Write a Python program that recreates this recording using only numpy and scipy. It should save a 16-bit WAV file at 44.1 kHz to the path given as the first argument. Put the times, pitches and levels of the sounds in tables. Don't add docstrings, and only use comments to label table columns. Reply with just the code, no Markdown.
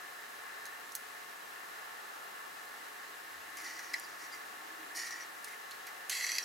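import sys
import numpy as np
from scipy import signal
from scipy.fft import rfft, irfft, next_fast_len
from scipy.io import wavfile
from scipy.ndimage import map_coordinates

SR = 44100
rng = np.random.default_rng(int(sys.argv[2]) if len(sys.argv) > 2 else 0)


def output_pcm(signal):
    pcm = np.clip(np.atleast_2d(signal).T, -1, 1) * 32767
    wavfile.write(sys.argv[1], SR, np.round(pcm).astype(np.int16))


N = 284004
T = np.arange(N) / SR
FREQ = np.maximum(np.fft.rfftfreq(N, 1 / SR), 1)

# multiple of the shaft rate, left level in dB, right level in dB.
WHINE_PARTIALS = [(3, -72.5, -86), (4, -68, -68.5), (5, -85, -68), (6, -64.5, -65), (7, -65, -79),
                  (8, -69, -80), (12, -67, -79), (13, -69, -90), (13.25, -89, -73), (13.5, -92, -85),
                  (14, -78, -79)]
# time in seconds, relative level in dB.
GEAR_LOAD = [(0.0, -55), (0.2, -56), (0.48, -53.5), (1.11, -55.5), (2.11, -53), (3.35, -56), (3.91, -54),
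             (6.44, -55)]
GEAR_CHATTER = [(0, -51.5), (.35, -52.5), (.52, -49.5), (.68, -49), (.85, -54), (1.7, -51.5), (2.6, -52.5),
                (3.3, -52), (6.44, -52)]
# centre and width in Hz, left and right gain in dB.
HOUSING_MODES = [(455, 274, -8, -8), (789, 273, -2, -3), (898, 61, -9, 0.5), (1134, 114, 3, 0.5),
                 (1375, 207, 2.5, -2.5), (1520, 314, -8.5, -3.5)]
GEAR_MODES = [(1745, 169, 0.5, 1.5), (2014, 95, -2.5, -10.5), (2764, 174, -9, -22), (3995, 460, -17, -18),
              (5080, 140, -18.5, -19.5)]
# start and length in seconds,
# relative level in dB, treble in dB, top hiss over the treble in dB, main ring in Hz.
LIGHT_RUBS = [(3.562, 0.055, -48, 0.5, 3, 2112), (3.63, 0.3, -46, 1.3, -2, 1966),
              (3.94, 0.108, -52.5, 1.5, -3, 2027), (4.06, 0.8, -59.5, 4, -10, 1946),
              (4.19, 0.065, -55.5, 3.5, 1, 1940), (4.315, 0.043, -52, -6, 11, 2060),
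              (4.945, 0.029, -41.5, 2, 5.5, 1890), (4.975, 0.068, -44, 4, -1.5, 1888),
              (5.045, 0.04, -43.5, -2, 1, 1912), (5.095, 0.11, -46.5, -3.5, -3, 1900),
              (5.112, 0.014, -50.5, 4, -10, 1890), (5.203, 0.032, -47.5, -3, -3, 1860),
              (5.46, 0.082, -50.5, -6, 9.5, 2076), (5.86, 0.018, -42.5, -8, -9, 2057)]
FIRM_RUBS = [(6.099, 0.289, -36, -2, 1.5, 2057), (6.385, .06, -44.5, -6, 3, 1910)]
# resonance and width in Hz, gain in dB.
LIGHT_TOUCH_MODES = [(2250, 260, -0.5), (2940, 250, -9), (4340, 68, 1.5), (4770, 300, -2.5),
                     (5100, 2600, -9.5), (5490, 130, 3), (5730, 81, -4), (5880, 61, 2.5), (6380, 90, -2),
                     (6900, 120, 0.5), (8200, 700, -11.5), (9540, 130, -4), (10500, 370, -9),
                     (11700, 900, -14.5), (13400, 1600, -21)]
FIRM_TOUCH_MODES = [(1910, 200, -3), (2610, 310, -7), (3290, 210, -6), (4092, 85, 3), (4310, 110, -1),
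                    (4610, 190, 0), (5400, 1900, -10), (6000, 230, -5), (6900, 540, -7), (7820, 680, -8.5),
                    (9500, 600, -17), (10100, 400, -11), (11000, 260, -9.5), (11560, 240, -7),
                    (12400, 370, -14.5), (14300, 1400, -28)]
# start in seconds, relative peak in dB, decay in seconds,
# low and high resonance in Hz, share of the high one in dB.
RUB_CATCHES = [(3.662, -39, .007, 1960, 4900, 0), (3.791, -34, 0.0047, 1880, 5950, -5),
               (3.935, -31, 0.0028, 1980, 5140, 0), (3.939, -21.5, 0.004, 2065, 5100, -7),
               (5.067, -36, 0.01, 1890, 5750, 6), (5.107, -35, 0.007, 1890, 5850, 7),
               (6.1223, -30, .006, 2030, 4100, 3), (6.241, -28, .007, 1990, 4590, -1),
               (6.265, -28.5, 0.004, 1950, 5930, 2), (6.2909, -25.5, 0.005, 2040, 4520, 0),
               (6.3174, -23, 0.0032, 2020, 5920, 9), (6.3513, -26, 0.003, 2070, 4540, 7),
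               (6.361, -28, 0.002, 2050, 6000, 8), (6.383, -18, 0.0022, 2080, 4900, 11)]
# centre in seconds, relative level in dB, pitch in Hz,
# half-length in seconds.
RUB_SQUEAKS = [(3.85, -54, 6000, .009), (3.974, -56, 5200, 0.012), (4.048, -52.5, 4850, 0.0077),
               (4.335, -54, 4820, 0.012), (5.215, -51, 5900, .012), (6.24, -44, 6000, 0.013),
               (6.34, -44, 6000, 0.045), (6.344, -45.5, 4620, 0.05), (6.431, -41, 5700, 0.004)]
# start in seconds, relative peak in dB, band centre and width in Hz,
# decay in seconds, main ring in Hz, share of that ring in dB.
DRY_TICKS = [(0.6548, -34, 7000, 9100, 0.0018, 6300, -10), (0.664, -37, 7000, 9000, 0.0025, 6500, -7),
             (0.92, -39, 8440, 7000, .002, 6440, -11), (0.9516, -23, 10500, 10500, 0.0014, 6400, -10),
             (0.956, -36.5, 9500, 9000, 0.007, 10300, -5), (3.57, -37, 9000, 10000, 0.0023, 6400, -22),
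             (3.998, -30, 11600, 5000, 0.00021, 10500, -22), (5.4434, -33.5, 7000, 8000, 0.0036, 8700, -9),
             (5.71, -37, 6500, 7500, 0.0019, 6900, -10), (5.714, -39, 4480, 4470, 0.0071, 4100, -5),
             (5.868, -37.5, 7200, 10040, 0.0039, 11700, -3), (6.0955, -23, 7200, 9800, 0.0065, 6100, -9)]
# resonance and width in Hz, gain in dB.
TICK_BODY_MODES = [(4300, 400, -6), (6500, 670, -17), (10300, 2000, -12.5), (11700, 500, -8),
                   (13560, 1000, -8)]
# frequency in Hz, relative spectrum level in dB.
AIR_SPECTRUM = [(20, -44), (50, -27), (90, -13), (140, -18), (220, -5), (310, -0.5), (600, -6),
                (1500, -0.5), (2500, 1), (4000, -4), (7500, -9), (10000, -42), (16000, -37)]
HISS_SPECTRUM = [(100, -7), (1000, 1.5), (3000, 2.5), (5000, 1), (8000, 3), (9000, 1), (10000, 2.5),
                 (13000, 2.5), (15500, -2)]
# frequency in Hz, level in dB.
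ROOM_HUM = [(60, -100), (120, -95.5), (181, -85.5), (400, -77), (436, -74)]
# centre and half-length in seconds, level in dB.
LOW_DRONE_SWELLS = [(3.75, 0.39, -68), (4.9, 0.22, -64)]
SOFT_RUMBLE_SWELLS = [(3.41, 0.077, -77), (3.77, 0.11, -79)]
THIN_TONE_SWELLS = [(6.1, 0.32, -68)]


def motor(shaft_hz=180.7, flutter=0.0016):
    angle = 2 * np.pi * np.cumsum(shaft_hz * (1 + flutter * walk(7.2))) / SR
    return whine(angle) + housing_whirr(angle)


def whine(angle, waver_db=0.65, right_lead_rad=0.7):
    out = 0
    for multiple, left_db, right_db in WHINE_PARTIALS:
        phase = rng.uniform(0, 2 * np.pi) + np.array([[0], [right_lead_rad]])
        level_db = np.array([[left_db], [right_db]]) + waver_db * walk(7.4)
        out += undb(level_db) * np.sqrt(2) * np.sin(multiple * angle + phase)
    return out


def housing_whirr(angle, once_depth=0.39, twice_depth=0.28, gain_db=3.5):
    contact = np.maximum(1 + once_depth * np.cos(angle) + twice_depth * np.cos(2 * angle), 0)
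    drive = stereo_noise(-0.25) * np.sqrt(contact)
    return at_microphone(drive, HOUSING_MODES) * undb(curve(GEAR_LOAD) + gain_db)


def gear_chatter(waver_db=0.55, grit_db=1.0):
    mesh_db = curve(GEAR_CHATTER) + waver_db * walk(4)
    drive = stereo_noise(0.45) * undb(grit_db * walk(300))
    return at_microphone(drive, GEAR_MODES) * undb(mesh_db)


def rubbing(strokes, modes, attack_s, release_s, fade_db_per_s, dull_db_per_s, sag_hz_per_s,
            grain_db, slip_db, ring_db, ring_width_hz, rest_hz, follow, split_hz=3200, top_hz=8000):
    grip = undb(slip_db * np.tanh(walk(110)))
    pressure, treble, top = np.zeros((3, N))
    ring_hz = np.full(N, float(rest_hz))
    for start, length, db, treble_db, top_db, hz in strokes:
        age = np.clip(T - start, 0, length)
        lift = np.exp(-np.maximum(T - start - length, 0) / release_s)
        push = np.minimum(age / attack_s, 1) * undb(db - fade_db_per_s * age) * lift
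        bright = push * undb(treble_db - dull_db_per_s * age)
        pressure += push
        treble += bright
        top += bright * undb(top_db)
        ring_hz = np.where(T >= start, hz - sag_hz_per_s * age, ring_hz)
    slips = rng.standard_normal(N) * undb(grain_db * np.tanh(walk(1100))) * grip
    position = np.cumsum(1 + follow * (ring_hz / rest_hz - 1))
    surface = unit(map_coordinates(ring(slips, modes), [position], mode="mirror"))
    low, below_top = lowpass(surface, split_hz, 8), lowpass(surface, top_hz, 8)
    main_ring = undb(ring_db) * narrow_ring(ring_hz, ring_width_hz) * grip
    out = (main_ring + low) * pressure + (below_top - low) * treble + (surface - below_top) * top
    return out / np.sqrt(1 + undb(ring_db) ** 2)


def catches(low_width_hz=330, high_width_hz=800, scuff_db=1):
    out = 0
    surface_response = ring(signal.unit_impulse(N), FIRM_TOUCH_MODES)[:SR // 20]
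    for start, db, decay, low_hz, high_hz, high_db in RUB_CATCHES:
        push = burst(start, decay)
        scuff = unit(signal.oaconvolve(push, surface_response)[:N])
        high = unit(unit(band(push, high_hz, high_width_hz)) + undb(scuff_db) * scuff)
        slip = unit(band(push, low_hz, low_width_hz)) + undb(high_db) * high
        out += undb(db) * slip / np.abs(slip).max()
    return out


def squeaks(width_hz=480):
    return sum(narrow_ring(hz, width_hz) * swells([(centre, half_length, db)])
               for centre, db, hz, half_length in RUB_SQUEAKS)


def ticks(rattle_db=-15, rattle_stretch=7, crack_db=-6, ring_width_hz=800):
    out = 0
    for start, db, hz, width, decay, ring_hz, ring_db in DRY_TICKS:
        push = burst(start, decay) + undb(rattle_db) * burst(start, decay * rattle_stretch)
        body = sum(undb(mode_db) * band(push, mode_hz, mode_width)
                   for mode_hz, mode_width, mode_db in TICK_BODY_MODES)
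        tick = unit(band(undb(crack_db) * push + body, hz, width))
        tick += undb(ring_db) * unit(band(push, ring_hz, ring_width_hz))
        out += undb(db) * tick / np.abs(tick).max()
    return out


def room(x, right_db, wet_db, t60_s, shade_hz=3000):
    tail = rng.standard_normal((2, N)) * np.exp(-np.log(1000) * T / t60_s) * (T > 0.002)
    tail /= np.sqrt(np.sum(tail ** 2, axis=1, keepdims=True))
    size = next_fast_len(N + SR)
    wet = irfft(rfft(x, size) * rfft(tail, size), size)[:, :N]
    shade_db = right_db / (1 + (shade_hz / FREQ) ** 6)
    direct = irfft(rfft(x) * undb(np.array([-shade_db, shade_db]) / 2), N)
    return direct + undb(wet_db) * wet


def background(air_db=-56, hiss_db=-56.5):
    air = colour(stereo_noise(-0.011), AIR_SPECTRUM) * undb(air_db + 0.55 * walk(10))
    hiss = colour(stereo_noise(1), HISS_SPECTRUM) * undb(hiss_db)
    hum = sum(np.sqrt(2) * undb(db + 2 * walk(14)) * np.sin(2 * np.pi * hz * T + 0.84 * walk(2.7))
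              for hz, db in ROOM_HUM)
    drone = unit(ring(stereo_noise(0.93), [(312, 36, 0)])) * swells(LOW_DRONE_SWELLS)
    rumble = narrow_ring(hz=84, width_hz=18) * swells(SOFT_RUMBLE_SWELLS)
    tone = narrow_ring(hz=775, width_hz=14) * swells(THIN_TONE_SWELLS)
    return air + hiss + hum + drone + rumble + tone


def at_microphone(drive, modes):
    left = ring(drive[0], [(hz, width, db) for hz, width, db, _ in modes])
    right = ring(drive[1], [(hz, width, db) for hz, width, _, db in modes])
    return unit(np.array([left, right]))


def ring(x, modes):
    power = sum(undb(db) ** 2 / (1 + ((FREQ ** 2 - hz ** 2) / (FREQ * width)) ** 2 / 2) ** 2
                for hz, width, db in modes)
    cepstrum = irfft(np.log(power + 1e-12) / 2, N) * (1 + np.sign(N / 2 - np.arange(N)))
    cepstrum[0] /= 2
    return irfft(rfft(x) * np.exp(rfft(cepstrum)), N)


def narrow_ring(hz, width_hz):
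    phase = 2 * np.pi * np.cumsum(hz * np.ones(N)) / SR
    return walk(width_hz / 2) * np.cos(phase) + walk(width_hz / 2) * np.sin(phase)


def band(x, hz, width_hz):
    edges = np.clip([hz - width_hz / 2, hz + width_hz / 2], 100, SR / 2 - 100)
    return signal.sosfilt(signal.butter(2, edges, "bandpass", fs=SR, output="sos"), x + 1e-18)


def burst(start, decay_s):
    age = np.maximum(T - start, 0) / decay_s
    return rng.standard_normal(N) * (1 - np.exp(-10 * age)) * np.exp(-np.minimum(age, 40))


def stereo_noise(correlation):
    mid, side = rng.standard_normal((2, N))
    sides = np.array([side, -side])
    return (np.sqrt(1 + correlation) * mid + np.sqrt(1 - correlation) * sides) / np.sqrt(2)


def colour(x, points):
    hz, db = np.transpose(points)
    gain = undb(np.interp(np.log(FREQ), np.log(hz), db))
    return unit(irfft(rfft(x) * gain, N))


def lowpass(x, hz, order):
    return irfft(rfft(x) / (1 + (FREQ / hz) ** order), N)


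def walk(rate_hz):
    return unit(lowpass(rng.standard_normal(N), rate_hz, 4))


def swells(rows):
    return sum(undb(db) * np.exp(-0.5 * ((T - centre) / half_length) ** 2)
               for centre, half_length, db in rows)


def curve(rows):
    return np.interp(T, *np.transpose(rows))


def undb(db):
    return 10 ** (np.asarray(db) / 20)


def unit(x):
    return x / np.sqrt(np.mean(x ** 2))


def scene():
    light = rubbing(LIGHT_RUBS, LIGHT_TOUCH_MODES, attack_s=0.016, release_s=0.017,
                    fade_db_per_s=23, dull_db_per_s=11, sag_hz_per_s=190, grain_db=5.5, slip_db=1,
                    ring_db=0, ring_width_hz=230, rest_hz=1890, follow=0.55)
    firm = rubbing(FIRM_RUBS, FIRM_TOUCH_MODES, attack_s=0.015, release_s=0.011,
                   fade_db_per_s=10.5, dull_db_per_s=14, sag_hz_per_s=193.5, grain_db=2, slip_db=1.2,
                   ring_db=-7.5, ring_width_hz=350, rest_hz=2027, follow=0.24)
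    friction = light + firm + catches() + squeaks()
    rustles = room(friction, right_db=2.5, wet_db=-10, t60_s=0.11, shade_hz=3950)
    turntable = motor() + gear_chatter()
    ticking = room(ticks(), right_db=2, wet_db=-36, t60_s=0.077)
    return turntable + rustles + ticking + background()


def record(dry, top_hz=15800):
    return signal.sosfilt(signal.ellip(10, 0.1, 80, top_hz, fs=SR, output="sos"), dry)


dry = scene()
out = record(dry)
output_pcm(out)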